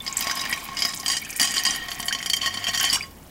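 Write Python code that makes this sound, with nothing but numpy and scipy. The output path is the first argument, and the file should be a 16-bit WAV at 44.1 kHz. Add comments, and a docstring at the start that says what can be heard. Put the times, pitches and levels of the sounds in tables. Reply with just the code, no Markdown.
"""Water patters onto pebbles in a glass dish, poured from a glass close by; the dish is on a wooden floor.
The stream spits and traps bubbles; it rolls the pebbles, which knock, scrape and ring the dish.
A few drips end the pour, over a quiet room with a faint far motor."""
import sys
import numpy as np
from scipy import signal
from scipy.fft import rfft, irfft
from scipy.io import wavfile
from scipy.ndimage import uniform_filter1d, map_coordinates

SR = 44100
rng = np.random.default_rng(int(sys.argv[2]) if len(sys.argv) > 2 else 0)


def dump(signal):
    """Clip the signal to [-1, 1] and save it as 16-bit WAV at the path in sys.argv[1]."""
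    limited = np.clip(np.atleast_2d(signal).T, -1, 1)
    pcm = np.round(limited * 32767).astype(np.int16)
    wavfile.write(sys.argv[1], SR, pcm)


N = 145530
T = np.arange(N) / SR
RING_T = T[:SR // 5]
TOP_HZ = 15750

# Flow of the stream. Each row: time in seconds, relative level in dB.
STREAM_FLOW = [(0, -50.5), (.2, -37.5), (.5, -38.5), (.62, -41.5), (.9, -47), (1.04, -46), (1.3, -47),
               (1.45, -48.5), (1.75, -35.5), (1.85, -41.5), (2.35, -46.5), (2.6, -42.5), (2.85, -42),
               (3.0, -43), (3.15, -68.5)]
# Spectrum of water on stones. Each row: frequency in Hz, relative gain in dB.
WASH_SPECTRUM = [(60, -29), (160, -14), (270, 13.5), (450, -13.5), (720, 2), (1300, 5), (2100, -1),
                 (3800, 2.5), (5500, -10.5), (9000, -10), (16000, -11)]
def stream(patter_db=3, wash_db=-2.5):
    """Falling water drums softly on the dish and washes over the stones."""
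    flow = undb(curve(STREAM_FLOW))
    drops = impacts(per_s=1500, spread_db=4.5) * flow
    ring = np.zeros(N)
    for place in range(len(PLACE_STARTS_S)):
        response = dish(place, tilt_db_per_oct=-8.5, scatter_db=3)
        ring += through(drops * (place_at(T) == place), response)
    wash = unit(colour(impacts(per_s=2500, spread_db=8), WASH_SPECTRUM)) * flow
    return undb(patter_db) * waver(ring) + undb(wash_db) * wash


# Modes of the wet glass dish. Each row: frequency in Hz, t60 in seconds, then relative strength in dB
# when struck at the back, right, front, left.
DISH_MODES = [(705, 0.057, -18, -19, -19.5, -30), (801, 0.039, -16.5, -17.5, -22, -26),
              (1088.7, 0.11, -9.5, -12.5, -12.5, -16), (1882, 0.049, -3.5, 1, -0.5, -12),
              (2181, 0.029, -1, -8, -7, -13), (2911, 0.071, -7.5, -1, -8.5, 0.5),
              (3090, 0.076, -9, -2.5, 0, -24), (3158, 0.065, -4, 3, 2, -16), (3427, 0.026, -4, -5, -5, 4),
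              (3893, 0.13, -8, -12.5, -29, -16), (4463, 0.077, -28, -22.5, 0, -18),
              (4604, 0.052, 1, 4.5, -3, 1.5), (4813, 0.078, -1.5, -0.5, -10.5, -1),
              (4946, 0.085, -3, 0.5, -9, -17), (5090, 0.055, 6.5, 0.5, -10, -15),
              (5530, 0.062, -23, -23, -8, 2.5), (5756, 0.12, -6.5, -3.5, -10, -8),
              (6100, 0.084, -3.5, -12, -15, -11), (6590, 0.084, -7, 1, -10.5, -3.5),
              (6750, 0.093, -13, -21, -9.5, -3), (7070, 0.043, -13, 1, -10.5, -22),
              (7250, 0.079, -12.5, -13, -13.5, -14), (7660, 0.1, -24, -5, -16, -2),
              (8114, 0.057, -6.5, 3, -12, 5), (9100, .04, -14, -3, -24, -5),
              (9500, 0.091, -30, -11, -14, -9), (10250, 0.073, -21, -4.5, -14, -2),
              (11000, 0.056, -26, -7.5, -19, -4.5), (12000, .035, -25, -11, -21, -7),
              (14000, 0.022, -26, -23, -19, -20)]
def dish(place, tilt_db_per_oct, scatter_db, detune=.003, damp_oct=.3):
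    """The dish rings; each contact weights, detunes and damps its modes a little differently."""
    size, pitch, life, sign = rng.standard_normal((len(DISH_MODES), 4)).T
    hz, t60_s, *strength_db = np.array(DISH_MODES).T
    hz = hz * (1 + detune * pitch)
    t60_s = t60_s * 2 ** (damp_oct * life)
    gain = undb(strength_db[place] + scatter_db * size + tilt_db_per_oct * np.log2(hz / hz.mean()))
    modes = np.sin(2 * np.pi * hz[:, None] * RING_T) * fade(RING_T, t60_s[:, None])
    return unit_energy((gain * np.sign(sign)) @ modes)


# Times in seconds at which the stream reaches the back, right, front and left of the dish.
PLACE_STARTS_S = [0, 1.04, 1.86, 2.905]
def place_at(time_s):
    """Index of the part of the dish under the stream."""
    return np.maximum(np.searchsorted(PLACE_STARTS_S, time_s, side="right") - 1, 0)


def waver(ring, shift_s=.00005):
    """Moving water loads the glass, so its pitches drift a little."""
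    drift = uniform_filter1d(rng.standard_normal(N), size=1800)
    drift = unit(uniform_filter1d(drift, size=1800))
    return map_coordinates(ring, [(T + shift_s * drift) * SR], mode="nearest")


# Strength of the spray. Each row: time in seconds, relative level in dB.
SPRAY_LEVEL = [(0, -49), (.15, -45), (.185, -30.5), (.23, -44), (.5, -39), (.7, -51), (.95, -40.5),
               (1.04, -40), (1.22, -46), (1.45, -38), (1.7, -49), (1.87, -51), (2.02, -39.5), (2.14, -52),
               (2.7, -56), (2.86, -32), (3.0, -49.5), (3.15, -64.5)]
def spray():
    """Fine spray and coarser splatter tick."""
    fine = droplets(count=520, centre_hz=11000, spread_db=8.5, t60_s=.0035)
    coarse = droplets(count=520, centre_hz=6200, spread_db=5.5, t60_s=.007)
    return (fine + undb(-1) * coarse) * undb(curve(SPRAY_LEVEL))


def droplets(count, centre_hz, spread_db, t60_s):
    """Flying droplets tick at random, a few much louder than the rest; rms 1."""
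    out = np.zeros(N)
    starts_s = rng.random(count) * N / SR
    for start_s, (pitch, size) in zip(starts_s, deviates((count, 2))):
        hz = min(centre_hz * 2 ** (.3 * pitch), TOP_HZ)
        add(out, start_s, undb(spread_db * size) * spit(hz, t60_s, width_oct=.4))
    return unit(out)


# Bursting drops. Each row: start in seconds, centre in Hz, peak in dB.
DROP_BURSTS = [(0.126, 6670, -16.5), (.169, 7000, -10.5), (.171, 11100, -14.5), (.191, 7600, -12.5),
               (0.375, 10700, -23), (.512, 9000, -18.5), (0.804, 9800, -22), (.974, 7000, -19),
               (0.999, 5500, -19), (1.185, 6640, -23), (1.304, 7000, -20), (1.328, 5160, -27),
               (1.373, 12200, -21), (1.508, 7500, -17), (1.579, 4150, -15), (1.636, 5270, -15),
               (1.635, 12000, -20), (1.707, 7700, -18), (1.761, 11100, -19), (2.363, 11400, -20.5),
               (2.799, 5750, -13.5)]
def spits():
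    """Single drops burst sharply."""
    out = np.zeros(N)
    for start_s, hz, db in DROP_BURSTS:
        add(out, start_s, undb(db) * spit(hz, t60_s=.008, width_oct=.25))
    return out


def spit(hz, t60_s, width_oct, swell_s=.0007):
    """A drop bursts in a short wet tick of band noise; peak 1."""
    t = T[:SR // 40]
    bins_hz = np.fft.rfftfreq(len(t), 1 / SR) + 1
    band = np.exp(-.5 * (np.log2(bins_hz / hz) / width_oct) ** 2)
    hiss = irfft(rfft(rng.standard_normal(len(t))) * band, len(t))
    tick = hiss * fade(t, t60_s) * (1 - np.exp(-t / swell_s)) ** 2
    return tick / np.abs(tick).max()


# Strength of the small bubbles. Each row: time in seconds, relative level in dB.
BURBLE_LEVEL = [(0, -58), (.2, -39.5), (.5, -39), (.62, -46), (.9, -47.5), (1.04, -51.5), (1.6, -42.5),
                (1.85, -48), (2.1, -48), (2.5, -47.5), (2.85, -41), (3.0, -45), (3.1, -64)]
def burble():
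    """Small bubbles burble and fizz between the stones."""
    low = swarm(count=1100, centre_hz=2300, spread_oct=.24, cycles=22, rise=.15, spread_db=4)
    fizz = swarm(count=350, centre_hz=5200, spread_oct=.3, cycles=18, rise=.15, spread_db=5)
    return (low + undb(-7) * fizz) * undb(curve(BURBLE_LEVEL))


def trickle(peak_s=1.33, width_s=.14, level_db=-41):
    """A thin trickle runs off the big pebble: bubbles of nearly one pitch."""
    run = swarm(count=600, centre_hz=2340, spread_oct=.068, cycles=60, rise=.051, spread_db=6.5)
    return run * undb(level_db) * np.exp(-((T - peak_s) / width_s) ** 2)


def swarm(count, centre_hz, spread_oct, cycles, rise, spread_db):
    """Bubbles ring at random moments, small ones shorter than large ones; rms 1."""
    out = np.zeros(N)
    starts_s = rng.random(count) * N / SR
    for start_s, (pitch, size, life) in zip(starts_s, deviates((count, 3))):
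        hz = min(centre_hz * 2 ** (spread_oct * pitch), TOP_HZ)
        t60_s = cycles * 2 ** (.5 * life) / hz
        add(out, start_s, undb(spread_db * size) * bubble(hz, t60_s, rise))
    return unit(out)


# Clear bubbles and drips. Each row: start in seconds, pitch in Hz, level in dB, t60 in seconds,
# initial rise in octaves per 10 ms.
CLEAR_BUBBLES = [(.004, 3525, -27, 0.057, 0), (.397, 3850, -22.5, 0.078, 0), (0.436, 2860, -25, .05, 0.019),
                 (.457, 1720, -23.5, .033, 0.095), (.504, 1870, -22.5, 0.074, 0.061),
                 (2.109, 1570, -22, 0.064, 0.23), (2.204, 1950, -21, 0.024, 0.36),
                 (2.268, 2230, -25, 0.014, 0.064), (2.339, 2090, -18, 0.018, 0.37),
                 (2.811, 2790, -19.5, 0.064, 0.078), (2.9, 4820, -9, .03, .03),
                 (2.96, 949, -22.5, 0.072, 0.27), (2.969, 1469, -25.5, 0.023, 0.42),
                 (3.025, 4796, -27, 0.087, 0.0048), (3.038, 1950, -26.5, 0.019, 0.32)]
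def plinks():
    """Single bubbles and drips ring out."""
    out = np.zeros(N)
    for start_s, hz, db, t60_s, rise in CLEAR_BUBBLES:
        add(out, start_s, undb(db) * bubble(hz, t60_s, rise))
    return out


def bubble(hz, t60_s, rise):
    """A trapped bubble rings and rises in pitch as it nears the surface."""
    t = T[:int(np.clip(t60_s, .002, .15) * SR)]
    pitch_hz = np.minimum(hz * (1 + np.log(2) * rise * t / .01), .45 * SR)
    attack = 1 - np.exp(-t * hz / .43)
    return tone(pitch_hz) * fade(t, t60_s) * attack


# Air pockets. Each row: peak time in seconds, pitch in Hz, peak in dB, half width in seconds.
AIR_POCKETS = [(0.171, 7780, -10.5, 0.00044), (0.3124, 1516, -21.5, 0.001), (0.531, 2263, -21, 0.0038),
               (1.1445, 6140, -28, 0.0013), (1.417, 4680, -11.5, .0008), (1.582, 4540, -8, 0.00064),
               (1.675, 4680, -12, 0.0012), (1.709, 5900, -15, 0.0011), (2.812, 1734, -21.5, .003),
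               (3.010, 2370, -22.5, 0.0022)]
def gulps(rise_oct_per_s=55.3):
    """Air squeezed from under the pebbles swells and dies in milliseconds while its pitch climbs."""
    out = np.zeros(N)
    for peak_s, hz, db, half_s in AIR_POCKETS:
        t = T[:int(8 * half_s * SR)] - 4 * half_s
        pitch_hz = np.minimum(hz * 2 ** (rise_oct_per_s * t), TOP_HZ)
        swell = np.cosh(2 * t / half_s) ** -.5
        add(out, peak_s - len(t) / SR / 2, undb(db) * tone(pitch_hz) * swell)
    return out


# Pebble strikes. Each row: start in seconds, relative level in dB, tilt in dB per octave.
PEBBLE_KNOCKS = [(0.0643, -18.5, -2.5), (0.0777, -15.5, -1.5), (0.209, -17, -2), (0.2235, -17, 1.5),
                 (0.2424, -23, 6), (0.2704, -14, -3.5), (0.297, -14.5, -5), (0.3125, -14.5, 0),
                 (0.3706, -16.5, -5.5), (0.393, -19.5, -0.5), (0.414, -17.5, -2.5), (0.4539, -18, -4),
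                 (0.5272, -13, -2), (0.6874, -23, -6.5), (0.7695, -17, -1), (0.7895, -16, 0),
                 (0.8212, -9, -1.5), (0.8506, -9.5, -3), (0.9354, -21.5, -4), (1.032, -24, -7),
                 (1.061, -12, -2.5), (1.0803, -11, 0), (1.1005, -12, -1), (1.117, -12, 2), (1.133, -16, -2),
                 (1.1679, -12.5, -1.5), (1.3977, -8, 0.5), (1.4093, -13, -3), (1.4286, -12, 4.5),
                 (1.452, -14.5, -0.5), (1.474, -15.5, -3), (1.5397, -15.5, 0), (1.5676, -12.5, -3),
                 (1.6515, -8.5, -2.5), (1.6653, -10.5, -2), (1.8842, -20.5, -3), (1.9165, -17.5, -2.5),
                 (1.9978, -18.5, -5), (2.0291, -21.5, -4.5), (2.0825, -11, 0), (2.1259, -11, 0.5),
                 (2.149, -15.5, -2.5), (2.1862, -22, -0.5), (2.2275, -19, -0.5), (2.2601, -14, 4.5),
                 (2.2988, -9.5, 2.5), (2.3337, -6.5, 2), (2.367, -14.5, 1.5), (2.4161, -19, -3.5),
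                 (2.46, -11.5, 0), (2.5406, -19, -1.5), (2.5725, -16.5, -5), (2.6414, -16.5, 1),
                 (2.7461, -15, 2.5), (2.7752, -12, 3), (2.842, -9, -3.5), (2.929, -12.5, 1)]
def knocks(gain_db=-9, rebound=.27):
    """Pebbles tip over, strike the dish and rebound a few times within milliseconds."""
    out = np.zeros(N)
    for start_s, db, tilt_db_per_oct in PEBBLE_KNOCKS:
        blows = np.zeros(SR // 80)
        blows[rng.integers(len(blows), size=6)] = rebound * rng.standard_normal(size=6)
        blows[0] = 1
        blows *= fade(T[:len(blows)], t60_s=.04)
        knock = through(contact(place_at(start_s), tilt_db_per_oct), blows)
        knock = np.sqrt(SR / 100) * unit_energy(knock)  # energy of 10 ms at rms 1
        add(out, start_s, undb(db + gain_db) * knock)
    return out


# Pebble slides. Each row: start in seconds, length in seconds, level in dB.
PEBBLE_SLIDES = [(0.774, 0.14, -31), (1.078, 0.081, -29.5), (1.399, 0.051, -22), (1.456, 0.07, -29.5),
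                 (1.54, 0.068, -26.5), (1.652, 0.048, -26), (1.692, 0.073, -30), (2.412, 0.043, -25.5),
                 (2.46, 0.02, -22.5), (2.48, 0.23, -37), (2.667, 0.0276, -22), (2.70, 0.06, -38),
                 (2.734, 0.027, -24.5), (2.795, 0.076, -22.5), (2.874, 0.062, -28), (2.927, 0.03, -20)]
def scrapes(max_run_s=.015):
    """Sliding pebbles chatter in runs of tiny contacts; each run touches, and so rings, differently."""
    out = np.zeros(N)
    for start_s, length_s, db in PEBBLE_SLIDES:
        chatter = impacts(per_s=1500, spread_db=3)[:int(length_s * SR)]
        runs = np.array_split(chatter, 1 + int(length_s / max_run_s))
        for k, run in enumerate(runs):
            scrape = signal.fftconvolve(run, contact(place_at(start_s), tilt_db_per_oct=-2.54))
            scrape = np.sqrt(len(run)) * unit_energy(scrape)
            add(out, start_s + k * length_s / len(runs), undb(db) * scrape)
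    return out


# Spectrum of a stone's crack before tilt. Each row: frequency in Hz, relative gain in dB.
CRACK_SPECTRUM = [(100, -27), (260, -5.5), (480, -24), (750, -14.5), (1300, -8.5), (2050, 3), (3800, -6),
                  (5000, -2.5), (7500, 2.5), (9000, -11.5), (12500, -8.5), (16000, -9.5)]
def contact(place, tilt_db_per_oct, crack_db=-9.5):
    """Stone on glass: a short dense crack and the ring of the dish."""
    spectrum = [(hz, db + tilt_db_per_oct * np.log2(hz)) for hz, db in CRACK_SPECTRUM]
    burst = rng.standard_normal(len(RING_T)) * fade(RING_T, t60_s=.05)
    crack = unit_energy(colour(burst, spectrum))
    ring = dish(place, tilt_db_per_oct, scatter_db=3.2)
    return unit_energy(ring + undb(crack_db) * crack)


def reflections(x, t60_s, db):
    """Diffuse echoes start 1 ms after the sound."""
    t = T[:SR // 2]
    echoes = rng.standard_normal(len(t)) * fade(t, t60_s) * (t > 1e-3)
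    return undb(db) * through(x, unit_energy(echoes))


# Spectrum of the room noise. Each row: frequency in Hz, relative gain in dB.
ROOM_SPECTRUM = [(20, -8), (31, -14), (43, 8), (63, -13.5), (100, -4.5), (200, -1.5), (400, -10),
                 (1000, -15), (3000, -27), (8000, -28.5), (16000, -25)]
def room_noise(level_db=-46):
    """The room rumbles low and steady."""
    air = irfft(rfft(rng.standard_normal(N)) * bin_gains(ROOM_SPECTRUM, N), N)
    return undb(level_db) * unit(air)


# Hum of the far motor. Each row: time in seconds, pitch in Hz, rms level in dB.
MOTOR_HUM = [(2.3, 78, -59), (2.45, 86.23, -51), (2.6, 99.9, -50), (2.85, 100.1, -50.5),
             (3.02, 80.6, -49.5), (3.3, 76.4, -54)]
def motor():
    """A far motor speeds up and slows."""
    return np.sqrt(2) * tone(curve(MOTOR_HUM)) * undb(curve(MOTOR_HUM, column=2))


def impacts(per_s, spread_db):
    """Random train of tiny impacts of uneven size; rms 1."""
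    size = undb(spread_db * deviates(N))
    hits = rng.random(N) < per_s / SR
    return unit(hits * size * rng.choice([-1, 1], N))


def colour(x, spectrum):
    """Minimum-phase filter through (Hz, dB) points."""
    cepstrum = irfft(np.log(bin_gains(spectrum, 1024)))
    half = len(cepstrum) // 2
    cepstrum[1:half] *= 2
    cepstrum[half + 1:] = 0
    return through(x, irfft(np.exp(rfft(cepstrum))))


def bin_gains(spectrum, size):
    """FFT bin gains from (Hz, dB) points."""
    hz, db = np.array(spectrum).T
    bins_hz = np.fft.rfftfreq(size, 1 / SR) + 1
    return undb(np.interp(np.log(bins_hz), np.log(hz), db))


def deviates(shape):
    """Normal draws clipped at 2 sigma."""
    return np.clip(rng.standard_normal(shape), -2, 2)


def tone(hz):
    """Sine of varying pitch."""
    return np.sin(2 * np.pi * np.cumsum(hz) / SR)


def undb(db):
    """Decibels to gain."""
    return 10 ** (np.asarray(db) / 20)


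def unit(x):
    """Scale to rms 1."""
    return x / np.sqrt(np.mean(x ** 2) + 1e-20)


def unit_energy(x):
    """Scale to energy 1."""
    return x / np.sqrt(np.sum(x ** 2) + 1e-20)


def fade(t, t60_s):
    """Exponential decay."""
    return np.exp(-np.log(1000) * t / np.maximum(t60_s, 1e-4))


def curve(rows, column=1):
    """Table column interpolated over time."""
    rows = np.array(rows)
    return np.interp(T, rows[:, 0], rows[:, column])


def through(x, response):
    """Convolve and keep the length."""
    return signal.fftconvolve(x, response)[:len(x)]


def add(out, start_s, x):
    """Mix x in at start_s."""
    i = min(max(int(start_s * SR), 0), len(out))
    out[i:i + len(x)] += x[:len(out) - i]


def scene():
    """Water echoes between the dish walls; all sounds in a small room, the same in both ears."""
    water = spray() + burble() + trickle() + plinks() + gulps() + spits()
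    dish_echo = reflections(water, t60_s=.05, db=-4)
    near = water + dish_echo + knocks() + scrapes() + stream()
    room_echo = reflections(near, t60_s=.4, db=-24)
    mono = near + room_echo + room_noise() + motor()
    return np.array([mono, mono])


def record(dry):
    """Steep low-pass at TOP_HZ."""
    return signal.sosfilt(signal.ellip(10, .2, 80, TOP_HZ, fs=SR, output="sos"), dry)


dry = scene()
out = record(dry)
dump(out)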